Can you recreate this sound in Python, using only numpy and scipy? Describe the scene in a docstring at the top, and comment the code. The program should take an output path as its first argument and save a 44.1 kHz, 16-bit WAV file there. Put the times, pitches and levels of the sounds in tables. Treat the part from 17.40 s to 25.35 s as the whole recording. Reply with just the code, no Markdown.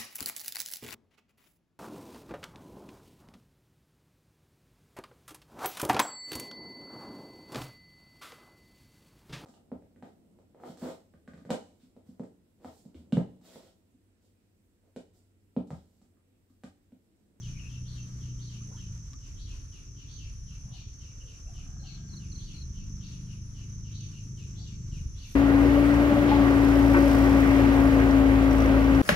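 """Crickets trill on the bank of a swamp pond over a far engine, which drops to idle and picks up again.
Insects are fast-stroked tones and scraped resonances; a far chorus, open air and rumble are shaped noise.
Birds call across the water and one chips nearby: gliding whistles, scattered by the trees.
The engine adds up multiples of its firing rate and throbbing noise; far tones waver in pitch.
On the bank, fading modes make one sharp click, noise makes faint rustles and rising tones make blips."""
import sys
import numpy as np
from scipy import signal
from scipy.fft import rfft, irfft, next_fast_len
from scipy.io import wavfile

SR = 44100
rng = np.random.default_rng(int(sys.argv[2]) if len(sys.argv) > 2 else 0)


def wrap_up_sound(samples):
    """Save the sound to the file named by the first command line argument, as 16-bit audio."""
    columns = np.atleast_2d(samples).T
    # keep every value between -1 and 1, then stretch to whole-number steps
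    tamed = np.clip(columns, -1, 1)
    steps = np.round(tamed * 32767).astype(np.int16)
    wavfile.write(sys.argv[1], SR, steps)


N = 350595
T = np.arange(N) / SR  # time of every sample [s]


def gain_of(db):
    """Turns decibels into an amplitude factor."""
    return 10 ** (np.asarray(db) / 20)


def evened(x):
    """Scales a sound to an average strength (rms) of 1."""
    return x / np.sqrt(np.mean(x ** 2) + 1e-20)


def curve(rows):
    """Joins (time, value) rows by straight lines, giving a value for every sample."""
    times, values = np.transpose(rows)
    return np.interp(T, times, values)


def read(points, hz):
    """Reads (frequency, value) points at any frequency, on a logarithmic frequency axis."""
    f, value = np.transpose(points)
    return np.interp(np.log(hz + 1), np.log(f + 1), value)


def swept(hz):
    """A sine whose pitch follows hz: adding up the frequency gives the phase."""
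    return np.sin(2 * np.pi * np.cumsum(hz) / SR)


def placed(x, pan_db):
    """Sets a sound between the ears by a level difference; positive is to the left."""
    return x * gain_of([[pan_db / 2], [-pan_db / 2]])


def drift(per_s):
    """Smooth random motion of rms 1; a larger per_s [Hz] makes it quicker."""
    size = next_fast_len(N)
    hz = np.fft.rfftfreq(size, 1 / SR)[:size // 32]  # only slow motion is needed
    z = rng.standard_normal((len(hz), 2)) @ [1, 1j]
    slow = z * np.exp(-(hz / per_s) ** 2) * (hz > 0)
    return evened(irfft(slow, size)[:N])


def noise(spectrum):
    """Filtered stereo noise of rms 1: nearly mono in the bass, separate at each ear in the treble."""
    # how alike left and right are: (frequency [Hz], likeness [0-1])
    likeness = [(30, 0.98), (80, 1), (150, 0.48), (250, 0.46), (500, 0.26), (1000, 0.01), (14000, 0)]
    hz = np.fft.rfftfreq(N, 1 / SR)
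    a, b = rfft(rng.standard_normal((2, N)))
    same = np.clip(read(likeness, hz), -1, 1)
    z = np.array([a, same * a + np.sqrt(1 - same ** 2) * b])
    return evened(irfft(z * gain_of(read(spectrum, hz)), N))


def forest(x, wet, t60, pan_db, build=0.0068):
    """Direct sound plus dense scatter from trunks and leaves, different at each ear.

    wet: scattered share of the power [0-1]; t60: time to fade by 60 dB [s]; build: rise time [s]."""
    t = np.arange(SR // 2) / SR
    wet = np.clip(wet, 0, 1)
    tail = rng.standard_normal((2, len(t))) * gain_of(-60 * t / t60) * (1 - np.exp(-t / build))
    tail *= np.sqrt(wet) / np.linalg.norm(tail, axis=1, keepdims=True)
    tail[:, 0] = np.sqrt(1 - wet)  # the direct sound
    return placed(signal.oaconvolve(x[None], tail, axes=1)[:, :N], pan_db)


def calls(times, levels_db, shape, vary, flutter, hoarse, wet, t60, pan_db, pitch=1, build=0.0088):
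    """Whistled notes of one shape, with an optional hoarse edge; each scatters its own way."""
    highest_note_hz = 4646  # the pitch tops out here
    hoarse_spectrum = [(1700, -12.0), (2400, -2.5), (3400, 3.5), (4200, 3.0), (7000, 0.5),
                       (8500, -20.0), (13000, -19.0)]  # (frequency [Hz], relative level [dB])
    out = np.zeros((2, N))
    waver = 1 + flutter * drift(390)
    hiss = hoarse * noise(hoarse_spectrum)[0]
    at, hz, size = np.transpose(shape)
    chances = rng.standard_normal(len(times))  # a random shift of pitch for each note
    for s, db, scatter, scale, chance in np.broadcast(times, levels_db, wet, pitch, chances):
        on = np.flatnonzero((T > s + at[0]) & (T < s + at[-1]))
        age = T[on] - s
        glide = np.interp(age, at, hz) * scale * (1 + vary * chance) * waver[on]
        whistle = swept(np.minimum(glide, highest_note_hz))
        note = np.interp(age, at, size) * (whistle + hiss[on])
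        start = on[0]
        heard = gain_of(db) * forest(note, scatter, t60, pan_db, build)[:, :N - start]
        out[:, start:start + heard.shape[1]] += heard
    return out


def background(rumble_db=-0.1, lumps_db=1.8, air_swell_db=1.5):
    """Noise shaped into low rumble, open air and the blur of countless far insects, plus a faint hum."""
    # noise colours: (frequency [Hz], relative level [dB])
    rumble_spectrum = [(12, -40), (25, 1), (42, -0.5), (75, -0.5), (110, -7.5), (170, -20.5), (260, -25),
                       (450, -41.5), (900, -71.5)]
    air_spectrum = [(100, -37), (300, 8), (500, 3), (800, -1.5), (1200, 5.5), (2100, 0.5), (3000, -1),
                    (4000, -3), (5000, 2), (7000, 1.5), (8500, -8), (11000, -12), (12500, -11),
                    (14000, -24)]
    chorus_spectrum = [(4700, -43), (5200, -12.5), (5500, 2.5), (5750, 0), (5900, 9), (6050, -1),
                       (6270, 5.5), (6370, -11), (6850, -4.5), (7150, -21.5), (8200, -42)]
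    # the rumble swells and sinks; rumble_db is added: (time [s], level [dB])
    rumble_level = [(0, -40), (.65, -49), (.9, -40), (1.12, -45.5), (1.5, -43), (2.1, -43), (2.35, -47),
                    (2.8, -42.5), (3.1, -45.5), (4.1, -44), (4.4, -41.5), (4.6, -46), (5.55, -41.5),
                    (6.2, -44), (6.75, -44), (7.3, -41.5), (7.7, -37), (7.95, -45)]
    # middle level of the open air: (time [s], level [dB])
    air_level = [(0, -63), (1.4, -64), (2.6, -66), (3.8, -66), (4.45, -66), (5.1, -64), (6, -64.5),
                 (7.95, -64.5)]
    # steady far hum: (middle pitch [Hz], level [dB])
    hum_tones = [(274, -74), (695, -93)]

    rumble = noise(rumble_spectrum) * gain_of(curve(rumble_level) + rumble_db + lumps_db * drift(1.9))
    air = placed(noise(air_spectrum), 1.0) * gain_of(curve(air_level) + air_swell_db * drift(11.5))
    chorus_db = -58.5 + 0.6 * drift(6.8) + 0.7 * drift(28)  # slow swell and faster flicker
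    chorus = noise(chorus_spectrum) * gain_of(chorus_db)
    hum = sum(gain_of(db) * evened(swept(hz + 1.85 * drift(6.9))) for hz, db in hum_tones)
    return rumble + air + chorus + hum


def far_tones(wet=0.41, t60=0.14):
    """Thin far-off whistles and hoots: sines of wavering pitch that swell and fade."""
    # (middle time [s], length [s], level before the fade [dB], pitch [Hz], waver [Hz])
    tone_rows = [(0.364, 0.067, -62, 2710, 10), (3.35, 0.06, -69, 697, 55), (3.884, 0.11, -68, 490, 62),
                 (4.09, 0.058, -64, 696, 49), (4.433, 0.072, -66.5, 710, 65.4),
                 (4.54, 0.57, -75.5, 1614, 28)]
    out = np.zeros((2, N))
    for s, length, db, hz, waver_hz in tone_rows:
        tone = evened(swept(hz + waver_hz * drift(45.0)))
        swell = np.exp(-(2 * (T - s) / length) ** 4)
        out += forest(tone * gain_of(db) * swell, wet, t60, 3.0)
    return out


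def click():
    """A sharp, dry click: a few modes start together and each rings down at its own rate."""
    # (start time [s], level added to every mode [dB])
    start_s, level_db = (1.7333, -41)
    # (frequency [Hz], time to fade by 60 dB [s], relative level [dB])
    modes = [(1800, 0.02, -17), (3960, 0.0037, -11), (5600, 0.0041, 2), (9510, 0.00091, -25)]
    t = np.maximum(T - start_s, 0)
    ringing = 0
    for hz, t60, db in modes:
        fade = gain_of(db - 60 * np.minimum(t / t60, 4))
        ringing = ringing + fade * np.sin(2 * np.pi * hz * t)
    return placed(gain_of(level_db) * ringing, 1.43)


def rustles():
    """Faint rustles and soft bands of noise: grainy noise that swells and fades."""
    # (middle time [s], length [s], level before the fade [dB], centre [Hz], width [octaves])
    rustle_rows = [(1.298, 0.074, -57.5, 390, 0.64), (1.357, 0.1, -74, 1090, 0.64),
                   (1.737, 0.014, -64, 3200, 1), (1.75, 0.059, -55, 267, 0.34),
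                   (3.33, 0.18, -67.5, 700, 0.85), (3.872, 0.47, -71, 487, 0.27),
                   (4.35, 0.83, -71.5, 1270, 0.37), (4.364, 0.74, -71.5, 716, 0.18),
                   (4.747, 0.023, -59, 1260, 0.47), (7.202, 0.09, -69, 740, 0.41),
                   (7.3, 1, -72.5, 430, 0.24), (7.6, 0.16, -68, 6000, 0.99), (7.933, 0.15, -55, 4570, 4.4)]
    out = np.zeros((2, N))
    hz = np.fft.rfftfreq(N, 1 / SR)
    grains = rfft(rng.standard_normal((2, N)) * gain_of(3.6 * drift(100)))
    for s, length, db, centre, octaves in rustle_rows:
        band = np.exp(-(np.log2((hz + 1) / centre) / octaves) ** 2)
        rustle = evened(irfft(grains * band, N))
        out += gain_of(db) * rustle * np.exp(-(2 * (T - s) / length) ** 2)
    return out


def blips():
    """Short tones that rise in pitch, like bubbles at the water's edge."""
    # (time [s], level [dB], base pitch [Hz])
    blip_rows = [(1.216, -60, 1200), (1.312, -62, 754), (1.32, -61, 1020), (1.327, -62, 1340),
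                 (1.349, -58, 963), (1.374, -62, 1360), (1.38, -63, 1764), (1.738, -56.5, 1150)]
    # (time from the blip's own time [s], pitch [factor], amplitude [0-1])
    blip_shape = [(-.012, 0.87, 0.1), (0, 1, 0.86), (.008, 1.06, .6), (.022, 1.18, 0)]
    s, db, hz = np.transpose(blip_rows)
    return calls(s, db, blip_shape, vary=0.0045, flutter=.03, hoarse=0, wet=0.28, t60=0.11,
                 pan_db=1.2, pitch=hz)


def rasp(hz, width_hz, strokes, depth):
    """A wing resonance scraped in very fast strokes: narrow noise pulsing in level."""
    f = np.fft.rfftfreq(N, 1 / SR)
    resonance = 1 / (1 + ((f - hz) / (width_hz / 2)) ** 4)
    ring = irfft(rfft(rng.standard_normal((2, N))) * resonance, N)
    pulse = swept(strokes * (1 + 0.0248 * drift(1.8)))  # strokes per second, unsteady
    return evened(ring * (1 + depth * pulse))


def buzzers(phrase_db=-78, rise=0.16, fall=0.018):
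    """One insect buzzes on while swelling and fading; a higher one repeats a phrase at a steady pace."""
    # the low buzzer: (time [s], level [dB])
    buzz_level = [(0, -84), (1.4, -71), (2, -73.5), (2.3, -89), (3.5, -81), (3.9, -72.5), (4.7, -73),
                  (5.2, -77), (6, -90), (7, -69), (7.58, -71), (7.7, -82.5)]
    first_s, every_s, length_s = -0.0088, .932, 0.593  # timing of the phrases
    low, high = rasp(7400, 330, 78, .45), rasp(9920, 520, 123, .6)
    age = (T - first_s) % every_s
    gate = np.clip(np.minimum(age / rise, (length_s - age) / fall), 0, 1)  # rise and fall in seconds
    low_buzz = placed(low * gain_of(curve(buzz_level)), 4.3)
    return low_buzz + placed(high * gate * gain_of(phrase_db), 1.7)


def clatter(turns, level_db=-2, throb=0.35):
    """The engine's rough mechanical noise, which throbs with each firing."""
    # level_db is added: (time [s], level [dB])
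    clatter_level = [(0, -62.5), (.6, -59), (1.3, -58), (1.65, -69), (2, -63), (2.3, -65), (2.42, -61),
                     (2.8, -60.5), (3, -74), (3.35, -64), (3.6, -67), (4.2, -66.5), (4.8, -56.5),
                     (5.5, -63), (6.85, -58), (7.02, -56.5), (7.55, -58), (7.75, -72), (7.95, -59)]
    # (frequency [Hz], relative level [dB])
    body = noise([(120, -28), (220, 5.0), (290, 5.5), (420, -5.0), (600, -26.0), (1200, -48)])
    throbbing = evened(body * (1 + throb * np.cos(2 * np.pi * turns)))
    return throbbing * gain_of(curve(clatter_level) + level_db)


def engine(waver_db=2.0, idle_rough=0.039, smear=1.0, level_db=-2.0, fourth_db=4.0, flutter_db=1.23):
    """Multiples (orders) of the firing rate through the exhaust: bright under load, dull thumps at idle."""
    # exhaust as heard from afar: (frequency [Hz], relative level [dB])
    exhaust = [(26, -33), (55, -4), (75, -6), (92, -4.5), (103, 1.5), (124, 3.5), (153, -2), (182, -6),
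               (208, -8), (235, -27), (300, -24.5), (420, -48)]
    # the engine pulls, idles, picks up and runs down: (time [s], firing rate [per s])
    engine_speed = [(0, 29.7), (.3, 30.5), (.6, 30.5), (.75, 30.9), (.93, 30.7), (1.324, 28.6),
                    (1.454, 27.3), (1.55, 24.5), (1.8, 13), (3.95, 13.5), (4.25, 19.5), (4.48, 22.1),
                    (4.78, 24.7), (5.4, 24.9), (6.6, 26.3), (7.02, 25.6), (7.26, 25.8), (7.64, 23.5),
                    (7.95, 16)]
    # middle loudness; level_db is added: (time [s], level [dB])
    engine_level = [(0, -38.5), (.3, -42.5), (.5, -37.5), (.7, -40.5), (.95, -38.5), (1.33, -41.5),
                    (1.52, -39.5), (1.8, -51.5), (2.3, -54.5), (2.5, -47), (2.8, -47.5), (3.3, -43.5),
                    (3.65, -49.5), (4.05, -50), (4.35, -43.5), (4.8, -43), (5.3, -44), (5.7, -40.5),
                    (6.5, -39), (7.25, -40), (7.6, -38.5), (7.8, -52), (7.95, -46.5)]
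    idle_tilt_db, pickup_tilt_db = -7, 7  # change of treble per octave, from 100 to 220 Hz
    pickup_s, pickup_length_s = 5.15, 1.56  # middle and length of the brighter stretch

    rate = curve(engine_speed)
    slack = np.clip((24 - rate) / 10, 0, 1)  # 0 under load, 1 at idle
    pickup = np.exp(-(2 * (T - pickup_s) / pickup_length_s) ** 4)
    bright_db = idle_tilt_db * slack + pickup_tilt_db * pickup
    turns = np.cumsum(rate) / SR + (0.0062 + idle_rough * slack) * drift(4.27)  # firings so far
    out, power = np.zeros(N), 0
    for order in range(1, 22):
        hz = order * rate
        octaves_up = np.log2(np.clip(hz, 100, 220) / 100)
        size = gain_of(read(exhaust, hz) + fourth_db * (order == 4) + bright_db * octaves_up)
        # the phase of each order wanders slowly, softening the thumps
        phase_wander = smear * drift(0.55)
        out += size * gain_of(waver_db * drift(6.9)) * np.cos(2 * np.pi * order * turns + phase_wander)
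        power += size ** 2 / 2
    loudness = gain_of(curve(engine_level) + level_db + flutter_db * drift(14.7))
    return placed(out / np.sqrt(power) * loudness, 1.) + clatter(turns)


def birds(slur_db=6.0, arch_db=4, top_db=4.0, chip_db=-5.0, peep_db=-1.5):
    """Gliding whistles: far birds arrive mostly as scatter from the trees, near ones stay crisper."""
    # falling slurs; slur_db is added: (time [s], level [dB], scattered share [0-1], base pitch [Hz])
    slur_rows = [(0.028, -58, 0.56, 3020), (0.297, -61.5, 0.73, 3120), (0.5535, -64.5, 0.86, 3044),
                 (0.813, -62.5, 0.79, 3130), (1.0988, -60.5, 0.92, 2953), (1.3734, -61.5, 0.65, 3075),
                 (1.816, -65.5, 0.9, 2890), (2.075, -60.5, 0.8, 2874), (2.329, -62, 0.7, 2870),
                 (2.5682, -62, 0.95, 2920), (2.7866, -59, 0.87, 2900), (3.076, -63, 0.94, 2920),
                 (3.3348, -59, 0.84, 2920), (3.6032, -62.5, 0.92, 2880), (3.86, -62, 0.92, 2920),
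                 (4.15, -61.5, 0.76, 2925), (4.447, -60.5, 0.78, 2904), (4.805, -63.5, 0.64, 2907),
                 (5.076, -61, 0.8, 2850), (5.344, -63, .95, 2930), (5.6145, -62.5, 0.8, 2945),
                 (5.714, -66.5, 0.8, 2845), (5.875, -63, 0.9, 2905), (6.1532, -62.5, 0.89, 2890),
                 (6.448, -63.5, 0.8, 2880), (6.599, -63.5, 0.74, 2810), (6.724, -62, 0.77, 2920),
                 (6.98, -60.5, 0.72, 2900), (7.2455, -62.5, 1, 2800), (7.525, -61, 0.57, 2840),
                 (7.8049, -59, 0.85, 2840)]
    # held notes: (time [s], level [dB], base pitch [Hz])
    held_rows = [(.34, -61, 2720), (.575, -56.5, 2730), (.88, -73, 2700), (1.43, -70, 2700),
                 (6.755, -59, 2900), (7.585, -63, 2830)]
    # rasping arched calls; arch_db or top_db is added: (time of the top [s], level [dB])
    arch_rows = [(0.498, -57.5), (1.038, -58), (2.0149, -58), (2.7164, -57.5), (3.3564, -59),
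                 (4.487, -59.5), (5.035, -57), (5.655, -59), (6.562, -56), (7.201, -57), (7.7993, -57.5)]
    # quick near chips; chip_db is added: (time [s], level [dB], scattered share [0-1], base pitch [Hz])
    chip_rows = [(4.395, -55, 0.8, 4230), (4.429, -51, 0.9, 4270), (4.466, -45, 0.8, 4390),
                 (4.503, -42, 0.7, 4310), (4.5442, -43, 0.45, 4320), (4.694, -49.5, 0.7, 4320),
                 (4.734, -45.5, 0.2, 4200), (4.771, -43.5, 0.2, 4300), (4.922, -47, 0.1, 4250),
                 (4.9581, -44.5, 0.2, 4290), (4.993, -45.5, 0.3, 4270), (5.14, -43, 1, 4290),
                 (5.176, -43.5, 0.5, 4310), (5.216, -42, 0.18, 4250)]
    # short fluttering peeps; peep_db is added: (time [s], level [dB], base pitch [Hz])
    peep_rows = [(0.148, -56, 2360), (0.174, -49.5, 2340), (0.199, -45.5, 2764), (0.237, -48, 2570),
                 (.268, -45.5, 2747), (3.815, -50.5, 2917), (4.076, -59, 2750)]
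    # note shapes: (time from the note's own time [s], pitch [factor], amplitude [0-1])
    slur_shape = [(-.012, 1.14, 0.1), (-.002, 1.05, .8), (0.024, .97, 1), (.045, .88, 0.55),
                  (.075, .77, 0.2)]
    held_shape = [(0, 1.01, 0), (.012, 1, 1), (.05, .99, 0)]
    chip_shape = [(-.016, 1.05, 0), (-.007, 1.045, 0.3), (.002, 1, 1), (.009, .95, .7),
                  (0.014, 0.908, 0.12)]
    peep_shape = [(-.018, .95, 0), (-.01, 1.03, 0.4), (-.005, .98, .3), (0, 1.01, 1), (.005, .97, 0.15),
                  (.009, 1, 0.7), (0.016, 0.9, 0)]
    # arched call and its whistled top: (time from the top [s], pitch [Hz], amplitude [0-1])
    arch_shape = [(-.062, 2850, 0.3), (-.042, 3450, .8), (-.022, 4150, 1), (-.01, 4520, .9),
                  (.005, 4500, .6), (.022, 3950, 0.6), (.045, 3400, .6), (.068, 3000, 0.6)]
    top_shape = [(-.016, 4426, 0.9), (0, 4426, 0.97), (.03, 4480, 0)]

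    s, db, scatter, hz = np.transpose(slur_rows)
    slurs = calls(s, db + slur_db, slur_shape, vary=0.004, flutter=0.032, hoarse=0.5, wet=scatter,
                  t60=0.44, pan_db=6.0, pitch=hz, build=0.012)
    s, db, hz = np.transpose(held_rows)
    held = calls(s, db, held_shape, vary=0.0046, flutter=0.014, hoarse=0, wet=0.52,
                 t60=0.16, pan_db=10, pitch=hz)
    s, db = np.transpose(arch_rows)
    arches = calls(s, db + arch_db, arch_shape, vary=0.0041, flutter=0.071, hoarse=0.31, wet=0.97,
                   t60=0.43, pan_db=3.5)
    tops = calls(s, db + top_db, top_shape, vary=0.0055, flutter=0.021, hoarse=0, wet=0.8,
                 t60=0.82, pan_db=-1)
    s, db, scatter, hz = np.transpose(chip_rows)
    chips = calls(s, db + chip_db, chip_shape, vary=0.002, flutter=0.0041, hoarse=0.032, wet=scatter,
                  t60=0.11, pan_db=7.0, pitch=hz)
    s, db, hz = np.transpose(peep_rows)
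    peeps = calls(s, db + peep_db, peep_shape, vary=0.003, flutter=0.045, hoarse=0.08, wet=0.49,
                  t60=0.19, pan_db=9.0, pitch=hz)
    return slurs + held + arches + tops + chips + peeps


def crickets(duty=.52, wet=0.59, level_db=3.0, wander_hz=11):
    """Each wing stroke is a short tone that sags in pitch; the trills drift in and out of step."""
    # (pitch [Hz], fall per stroke [Hz], strokes [per s], relative level [dB], left over right [dB])
    cricket_rows = [(6169, 130, 36.3, -59.5, -3.5), (6210, 170, 33.5, -67.5, 5),
                    (6130, 240, 30.5, -70, -10.5), (6240, 140, 39, -70, 4.5), (5630, 330, 25, -73.5, -5),
                    (5540, 260, 34, -69.5, 8.5)]
    # level of all trills together; level_db is added: (time [s], level [dB])
    trill_level = [(0, -58.5), (.4, -64.5), (1.3, -57), (1.6, -60.5), (2.5, -64), (3.1, -61), (4.1, -59.5),
                   (4.6, -62), (5, -59.5), (5.65, -57.5), (5.95, -63), (6.62, -58), (6.88, -60.5),
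                   (7.45, -62.5), (7.95, -60)]
    # brief surges of the nearest cricket, the first row: (middle time [s], added level [dB])
    surges = [(.09, 3.5), (.62, 10.5), (1.25, 2.4), (2.3, 2.8), (2.76, 9.8), (4.77, 5), (4.97, 5.6),
              (5.27, 2.5), (6.33, 5), (6.64, 4.2), (7.6, 3), (7.82, 2.2)]
    surge_length_s = .11
    out = np.zeros((2, N))
    surge_db = sum(db * np.exp(-(2 * (T - s) / surge_length_s) ** 2) for s, db in surges)
    for k, (hz, fall_hz, strokes, db, pan_db) in enumerate(cricket_rows):
        cycle = np.cumsum(strokes * (1 + 0.0246 * drift(2.5))) / SR % 1
        stroke = np.minimum(cycle / duty, 1)  # the rest of each cycle is silent
        pitch = hz + fall_hz * (.5 - stroke) + wander_hz * drift(40.8)
        effort = gain_of(1.1 * drift(3.5) + surge_db * (k == 0))
        song = evened(np.sin(np.pi * stroke) * swept(pitch) * effort)
        out += gain_of(db) * forest(song, wet, 0.093, pan_db)
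    return evened(out) * gain_of(curve(trill_level) + level_db)


def scene():
    """Everything heard from the bank."""
    on_the_bank = click() + rustles() + blips()
    return background() + far_tones() + on_the_bank + buzzers() + engine() + birds() + crickets()


def record(dry):
    """Takes away the highest treble with a steep low-pass filter."""
    edge_hz = 14200
    low_pass = signal.firwin(511, edge_hz, window=("kaiser", 9), fs=SR)
    return signal.oaconvolve(dry, low_pass[None], "same")


dry = scene()
out = record(dry)
wrap_up_sound(out)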